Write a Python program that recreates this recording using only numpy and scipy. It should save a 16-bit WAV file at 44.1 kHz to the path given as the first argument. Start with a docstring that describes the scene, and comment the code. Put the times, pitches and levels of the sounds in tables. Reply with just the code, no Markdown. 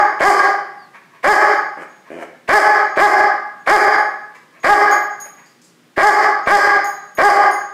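"""Large dog barking indoors

A large dog barks again and again in a live, wood-floored living room, close to the microphone.
Each bark is a short arch of pitch: pulses and air pass through a moving mouth, and the room rings on.
Between barks the dog grumbles, huffs and whines faintly; collar tags ring in their modes, claws tick.
Steady air noise and a faint hum lie beneath; a limiter dips in coarse, crackling steps under the peaks."""
import sys
import numpy as np
from scipy import signal
from scipy.io import wavfile
from scipy.ndimage import minimum_filter1d

SR = 44100
rng = np.random.default_rng(int(sys.argv[2]) if len(sys.argv) > 2 else 0)


def bounce(signal):
    """Save signal as a 16-bit WAV file at the path given by the first command-line argument."""
    frames = np.transpose(np.atleast_2d(signal))
    limited = np.clip(frames, -1, 1)
    pcm = np.round(limited * 32767).astype(np.int16)
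    wavfile.write(sys.argv[1], SR, pcm)


N = 340893


def gain_of(db):
    """Turns decibels into an amplitude factor."""
    return 10 ** (np.asarray(db) / 20)


def evened(x):
    """Scales to an rms of one."""
    return x / np.sqrt(np.mean(x ** 2) + 1e-20)


def read(points, hz):
    """Reads a table along a logarithmic frequency axis."""
    f, value = np.transpose(points)
    return np.interp(np.log(hz + 1), np.log(f + 1), value)


def add(mix, s, sound):
    """Mixes a sound in at s seconds, dropping what lies outside the scene."""
    at = round(s * SR)
    sound = sound[max(-at, 0):]
    part = mix[max(at, 0):][:len(sound)]
    part += sound[:len(part)]


def ramp(x, start, over):
    """Rises in a straight line from 0 at start to 1 at start + over."""
    return np.clip((x - start) / over, 0, 1)


def hold_db(t, end, attack, release):
    """Level in dB: rises until time zero, holds until end, then falls (both in dB a second)."""
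    return attack * np.minimum(t, 0) - release * np.maximum(t - end, 0)


def colour(x, points, tilt_db=0, size=2048):
    """Causal filter of rms one: each pulse is followed by the ring of the given spectrum."""
    hz = abs(np.fft.fftfreq(size, 1 / SR))
    tilt_octaves = np.log2(np.clip(hz, 300, 3000) / 1000)  # the tilt is flat outside 300-3000 Hz
    log_gain = np.log(gain_of(read(points, hz) + tilt_db * tilt_octaves))
    minimum_phase = np.exp(np.conj(signal.hilbert(log_gain)))
    taps = np.fft.ifft(minimum_phase).real
    return evened(signal.oaconvolve(x, taps)[:len(x)])


def waver(count, hz):
    """Smooth random drift of rms one: noise low-passed at hz."""
    low_pass = signal.butter(2, hz, fs=SR, output="sos")
    return evened(signal.sosfilt(low_pass, rng.standard_normal(count)))


def pulses(turns, count=40):
    """One sharp pulse for each closing of the vocal folds, summed from count harmonics."""
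    harmonics = np.arange(1, count + 1)
    return evened(np.cos(2 * np.pi * np.outer(turns, harmonics)).sum(1))


def puffs(turns, open_share=1.0, leak=0.47):
    """Turbulent air let through once a cycle, over a steady leak."""
    opening = np.exp(-(turns % 1) / open_share)
    return evened((leak + opening) * rng.standard_normal(len(turns)))


def room(x, wet_db, build_s=0.002):
    """Direct sound, first echoes off floor and furniture, and a dense ring drawn anew for each sound."""
    # Ring of the room. Each row: frequency in Hz, time to fall by 60 dB in seconds.
    ring_times = [(100, 0.64), (400, 0.58), (620, 0.64), (830, 0.66), (1200, 0.72), (1650, 0.72),
                  (2600, 0.61), (5000, 0.6), (8000, 0.41), (11000, 0.42), (15000, .45)]
    # First echoes. Each row: delay in seconds, gain relative to the direct sound.
    first_echoes = [(.0031, 0.093), (.0074, .2), (.0118, 0.073), (0.017, .2), (.023, 0.22)]
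    count = 3 * SR // 2
    hz, t, z = signal.stft(rng.standard_normal(count), SR, nperseg=256)
    fade = gain_of(-60 * t / read(ring_times, hz)[:, None])
    ring = signal.istft(z * fade, SR, nperseg=256)[1][:count]
    ring *= 1 - np.exp(-(np.arange(count) / SR / build_s) ** 2)
    response = gain_of(wet_db) * ring / np.linalg.norm(ring)
    response[0] += 1  # direct sound
    for delay, gain in first_echoes:
        response[round(delay * SR)] += gain
    return signal.fftconvolve(x, response)


def house_air(db=-54):
    """Steady air noise of the house: random noise shaped by a fixed spectrum."""
    # Spectrum of the air. Each row: frequency in Hz, relative level in dB.
    air_spectrum = [(25, -48.5), (45, -41), (75, -42), (110, -11.5), (160, 3), (230, -4.5), (330, -1),
                    (700, -11.5), (1500, -10.5), (3000, -15), (8000, -24), (15000, -31.5)]
    return gain_of(db) * colour(rng.standard_normal(N), air_spectrum, size=8192)


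def hum(db=-65, hz=241):
    """The faint hum of the house: a low tone of slowly unsteady strength."""
    tone = np.sin(2 * np.pi * hz * np.arange(N) / SR)
    return gain_of(db) * evened(tone * (1 + 0.75 * waver(N, hz=6)))


def tick(s, db, decay_s=0.00077):
    """A soft contact: coloured noise under a very short swell that peaks at s."""
    # Spectrum of a contact. Each row: frequency in Hz, relative level in dB.
    contact_spectrum = [(500, -14.5), (2500, -30), (4400, 0), (4950, 17.5), (5600, 1.5), (6700, 10.5),
                        (8000, 3), (15000, -12)]
    t = np.arange(SR // 20) / SR
    touch = t / decay_s * np.exp(1 - t / decay_s)
    noise = colour(rng.standard_normal(len(t)), contact_spectrum)
    return s - decay_s, room(gain_of(db - 0.5) * touch * noise, wet_db=9.5)


def clink(s, db, bright_db, middle_db, swing=0.18):
    """A swinging tag rings in its plate modes; a harder touch favours high ones, the spot struck middle ones."""
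    # Modes of the tags. Each row: frequency in Hz, level in dB before the touch, fall by 60 dB in seconds.
    tag_modes = [(4010, -23, .3), (6658, 0, .42), (6672, -10, .3), (9483, -16, .2), (9560, -18, .1),
                 (9900, -21, .12), (10410, -26, .12), (11990, -16, .18), (12080, -15, .14)]
    middle_hz, middle_width_hz = 9500, 900
    pivot_hz = tag_modes[1][0]  # brightness leaves this mode as it is
    t = np.arange(SR) / SR
    ring = 0
    for hz, mode_db, t60 in tag_modes:
        middle = np.exp(-((hz - middle_hz) / middle_width_hz) ** 2)
        touch_db = bright_db * np.log2(hz / pivot_hz) + middle_db * middle
        fade_db = -60 * t / t60
        mode = np.sin(2 * np.pi * hz * t) * (1 + swing * waver(SR, hz=59))
        ring = ring + gain_of(mode_db + touch_db + fade_db) * mode
    return s, room(gain_of(db) * ring, wet_db=3.5)


def huff(s, length, db, bright_db=0):
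    """Air through the open muzzle, without voice: a swell of coloured noise."""
    # Resonance of the muzzle. Each row: frequency in Hz, relative level in dB.
    muzzle = [(200, -37), (500, -5), (850, -7), (1100, 4), (1400, -12.5), (1700, 1), (2300, -4),
              (3000, -18), (5000, -27.5), (12000, -39)]
    swell = np.hanning(round(length * SR))
    breath = colour(rng.standard_normal(len(swell)), muzzle, bright_db)
    return s, room(gain_of(db) * swell * breath, wet_db=0.5)


def whine(start, length, first_hz, fall_hz, db):
    """A thin, faint whistle through the nose that swells, fades and falls ever faster."""
    u = np.arange(0, 1, 1 / (length * SR))  # share of the length
    hz = (first_hz - fall_hz * u ** 2) * (1 + .007 * waver(len(u), hz=153))
    turns = np.cumsum(hz) / SR
    swell = np.sin(np.pi * u)
    return start, room(gain_of(db) * swell * np.sin(2 * np.pi * turns), wet_db=-10.0)


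def grumble(start, length, rate_hz, db, shimmer=.12, breathy=2.2, swell_db=3):
    """Slow, unequal flaps of the folds behind a nearly shut mouth, dull until the lips part."""
    # Throat with the lips shut. Each row: frequency in Hz, relative level in dB.
    lips_shut = [(25, -45), (85, -22), (170, -13), (330, 2), (600, 2), (800, -5.5), (1600, -28),
                 (3000, -27), (4000, -52)]
    # Throat with the lips parted. Each row: frequency in Hz, relative level in dB.
    lips_parted = [(200, -50.5), (600, 4.5), (1250, -7), (1650, -2), (2000, -8), (2350, -5), (2700, -22),
                   (3000, -12), (3500, -28.5), (8000, -24.5), (15000, -41)]
    gape_first, gape_last, part_s = 0.3, 0.78, .045  # share of the parted sound; the lips part at the end
    sag = 0.17  # share by which the rate is lower at both ends
    t = np.arange(-.015, length + .025, 1 / SR)
    along = ramp(t, 0, length)
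    slack = 1 - np.sin(np.pi * along)
    mouth = gape_first + (gape_last - gape_first) * ramp(t, length - part_s, part_s)
    hz = rate_hz * (1 - sag * slack) * (1 + .035 * waver(len(t), hz=60))
    turns = np.cumsum(hz) / SR
    turns -= np.interp(0, t, turns)  # a flap falls on the start
    flaps = pulses(turns, count=38) * (1 + shimmer * waver(len(t), hz=60))
    dull = colour(flaps, lips_shut)
    clear = colour(flaps + breathy * puffs(turns), lips_parted)
    voice = (1 - mouth) * dull + mouth * clear
    level_db = db + swell_db * (along - .5) + hold_db(t, length, attack=2600, release=1403)
    return start + t[0], room(gain_of(level_db) * voice, wet_db=-3.5)


def pitch_arch(u):
    """A flat-topped arch over shares of a bark's length; a higher power makes a flank squarer."""
    crest, climb, drop = .68, .55, .56  # shares of the length
    away = abs(u - crest)
    arch = np.exp(-np.where(u < crest, (away / climb) ** 2.8, (away / drop) ** 2.3))
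    return arch, u < crest


def bark(start, length, low_hz, top_hz, effort_db, bright_db, hiss_db, jitter=.11, uneven=1.1, split=0.17):
    """The folds start as slow claps, are clear at the top of the arch and break up as the pitch drops."""
    # Throat as the jaws begin to part. Each row: frequency in Hz, relative level in dB.
    jaws_parting = [(30, -37), (120, -36), (220, -65), (320, -7), (420, -12.5), (590, 3.5), (720, -10.5),
                    (920, -10), (1100, 1), (1300, -8), (1530, -0.5), (2000, -4), (2330, -6), (2700, -30),
                    (4600, -28.5), (9000, -55)]
    # Throat with the mouth wide open. Each row: frequency in Hz, relative level in dB.
    wide_open = [(30, -65), (120, -40), (260, -10), (400, -2), (500, -10.5), (620, 3), (830, 6.5),
                 (930, -6), (1150, 6), (1380, -11), (1670, 3.5), (1800, -3), (2080, -5.5), (2600, -46),
                 (4800, -38.5), (9000, -42.5)]
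    # Throat behind nearly shut lips. Each row: frequency in Hz, relative level in dB.
    nearly_shut = [(120, -46.5), (220, -31), (310, -0.5), (450, -5.5), (630, -3), (1200, -15.5),
                   (3000, -39)]
    # Air rushing past the teeth. Each row: frequency in Hz, relative level in dB.
    teeth = [(200, -44.5), (900, -36), (2100, 6), (2700, -10), (3100, 2), (3800, -16), (4400, 1),
             (5000, 7.5), (5350, 1.5), (5800, -3.5), (7300, -2), (9000, -7.5), (11000, -11.5), (15500, -27)]
    t = np.arange(-.015, 1.6 * length, 1 / SR)
    u = t / length
    arch, before_crest = pitch_arch(u)
    hz = low_hz + (top_hz - low_hz) * arch
    octaves = np.log2(hz / top_hz)

    # roughness (0-1): on a held pitch, added in mid-climb, added as the folds let go
    rough = .1 + .14 * np.sin(np.pi * arch) * before_crest + 0.21 * ramp(u, .85, .17)
    rough = np.clip(rough, 0, 1)
    # the jaws open, then close again, never below the least gape (0-1)
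    least_gape = 0.27
    gape = least_gape + (1 - least_gape) * (ramp(u, 0.31, 0.16) - ramp(u, 0.93, 0.17))

    turns = np.cumsum(hz * (1 + jitter * rough * waver(len(t), hz=198))) / SR
    turns -= np.interp(0, t, turns)  # the first full clap falls on the start
    # strong and weak beats come to alternate
    alternation = (split + uneven * rough) * ramp(u, 0, 0.4) * np.cos(np.pi * turns)
    folds = pulses(turns) * (1 + alternation)
    drive = (1 - rough) * folds + rough * puffs(turns)
    drive = drive * gain_of(0.71 * waver(len(t), hz=157))

    voice = (1 - gape) * colour(drive, jaws_parting, bright_db) + gape * colour(drive, wide_open, bright_db)
    woof = (1 - gape) * colour(drive, nearly_shut)
    flicker_db = 2.9 * waver(len(t), hz=97)
    hiss = gain_of(hiss_db + flicker_db) * colour(puffs(turns, open_share=1.0, leak=0.36), teeth)

    # voice and hiss swell with the pitch (dB at the crest, dB per octave); the hiss outlasts the voice
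    attack = 5499  # breath pressure snaps on, in dB a second
    voice_db = 10.5 + 13.5 * octaves + hold_db(t, length, attack, release=434.5)
    rush_db = -9.5 + 20.5 * octaves + hold_db(t, 1.5 * length, attack, release=400.5)
    # the dull woof starts sooner and dies later than the open cry
    woof_db = -9.5 + hold_db(t, 1.07 * length, attack=2701.5, release=249.5)
    sound = gain_of(voice_db) * voice + gain_of(woof_db) * woof + gain_of(rush_db) * hiss
    return start + t[0], gain_of(effort_db) * room(sound, wet_db=-6.5)


def scene():
    """The dog and its collar over the quiet of the house."""
    # Soft ticks of claws and collar. Each row: time in seconds, level in dB before tick() takes off 0.5.
    ticks = [(4.351, -51), (5.44, -62), (5.461, -48.5), (5.618, -47), (5.643, -45.5)]
    # Collar tags striking. Each row: time in seconds, level in dB, brightness in dB per octave,
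    # lift of the middle modes in dB.
    clinks = [(0, -46, -5, 4), (1.55, -51.5, 9, -1), (1.883, -62, 0, -3), (2.848, -48, -15, 2),
              (3.595, -64, -9, 0), (3.981, -48, 7, 9), (4.6, -53, -8, 0), (4.912, -29, 10, -2.5),
              (5.202, -35.5, 7.5, 1), (6.43, -52, -8, 0), (6.844, -30, 3, 0), (7.151, -47.5, 22, 0),
              (7.512, -38.5, 9, 9)]
    # Soft huffs between barks. Each row: start in seconds, length in seconds, level in dB.
    huffs = [(0.928, 0.054, -40), (1.107, 0.083, -48.5), (2.036, 0.087, -46.5), (4.332, 0.05, -42),
             (4.517, .091, -48), (5.358, 0.067, -46.5)]
    # Grumbles. Each row: start in seconds, length in seconds, mid-grumble pulses a second, level in dB.
    grumbles = [(1.774, 0.06, 88, -32), (2.104, 0.13, 88, -28.5), (5.257, 0.0103, 88, -35.5)]
    # Barks. Each row: start in seconds, length in seconds, pitch at the foot of the arch in Hz,
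    # pitch at its top in Hz, effort in dB, brightness in dB per octave, hiss in dB.
    barks = [(-.225, 0.078, 202.2, 421, 1.5, 0.5, -4), (0.209, 0.1, 171.9, 406.6, 1, 0, 0),
             (1.2468, 0.086, 216.1, 427, 3, 0, -0.5), (2.494, 0.096, 192.4, 429.2, 3, 1, -1.5),
             (2.976, 0.096, 164.1, 420.3, 3, .5, -2), (3.678, 0.091, 212.8, 424.8, 3.5, 0.5, -1.5),
             (4.648, 0.099, 204.7, 417.3, 2, 1, -1.5), (5.98, 0.13, 145, 422, 1, 0.5, -2),
             (6.476, 0.092, 196.6, 413.6, 2, 1, -1), (7.189, .106, 177.6, 413.5, 0.5, -0.5, -1.5)]
    mix = house_air() + hum()
    for source, table in (tick, ticks), (clink, clinks), (huff, huffs), (grumble, grumbles), (bark, barks):
        for row in table:
            add(mix, *source(*row))
    for s, db, *_ in clinks:
        add(mix, *tick(s, db - 11.5))  # the contact of two tags
    add(mix, *whine(.765, length=.112, first_hz=4830, fall_hz=880, db=-53))
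    for start, *_ in barks:
        # air escapes just before the folds close
        add(mix, *huff(start - 0.021, length=0.024, db=-28, bright_db=4))
    return mix[None]


def round_off(x, top, knee):
    """Soft overload: peaks bend toward the top value."""
    return x / (1 + abs(x / top) ** knee) ** (1 / knee)


def limit(x, ceiling_db=-1, recover_db_per_s=200, step_db=3.0, size=20):
    """Peak limiter: the gain drops in coarse steps under each new peak, which crackles, and soon recovers."""
    peak = -minimum_filter1d(-abs(x), size)  # greatest value within size samples
    over_db = np.maximum(20 * np.log10(peak + 1e-9) - ceiling_db, 0)
    stepped_db = np.ceil(over_db / step_db) * step_db
    fall = np.arange(N) * recover_db_per_s / SR
    held_db = np.maximum.accumulate(stepped_db + fall) - fall
    ease = np.hanning(size - 2)
    return x / gain_of(np.convolve(held_db, ease / ease.sum(), "same"))


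def record(dry):
    """The microphone bends on the loudest peaks; then the limiter, the output stage and the band limit."""
    bent = round_off(dry[0], top=14, knee=2.5)
    lopsided = bent + 0.0051 * bent ** 2
    out = round_off(limit(lopsided), top=1.0, knee=12.0)
    band_limit = signal.firwin(511, 15650, window=("kaiser", 9), fs=SR)  # cutoff in Hz
    return signal.oaconvolve(out, band_limit, "same")[None]


dry = scene()
out = record(dry)
bounce(out)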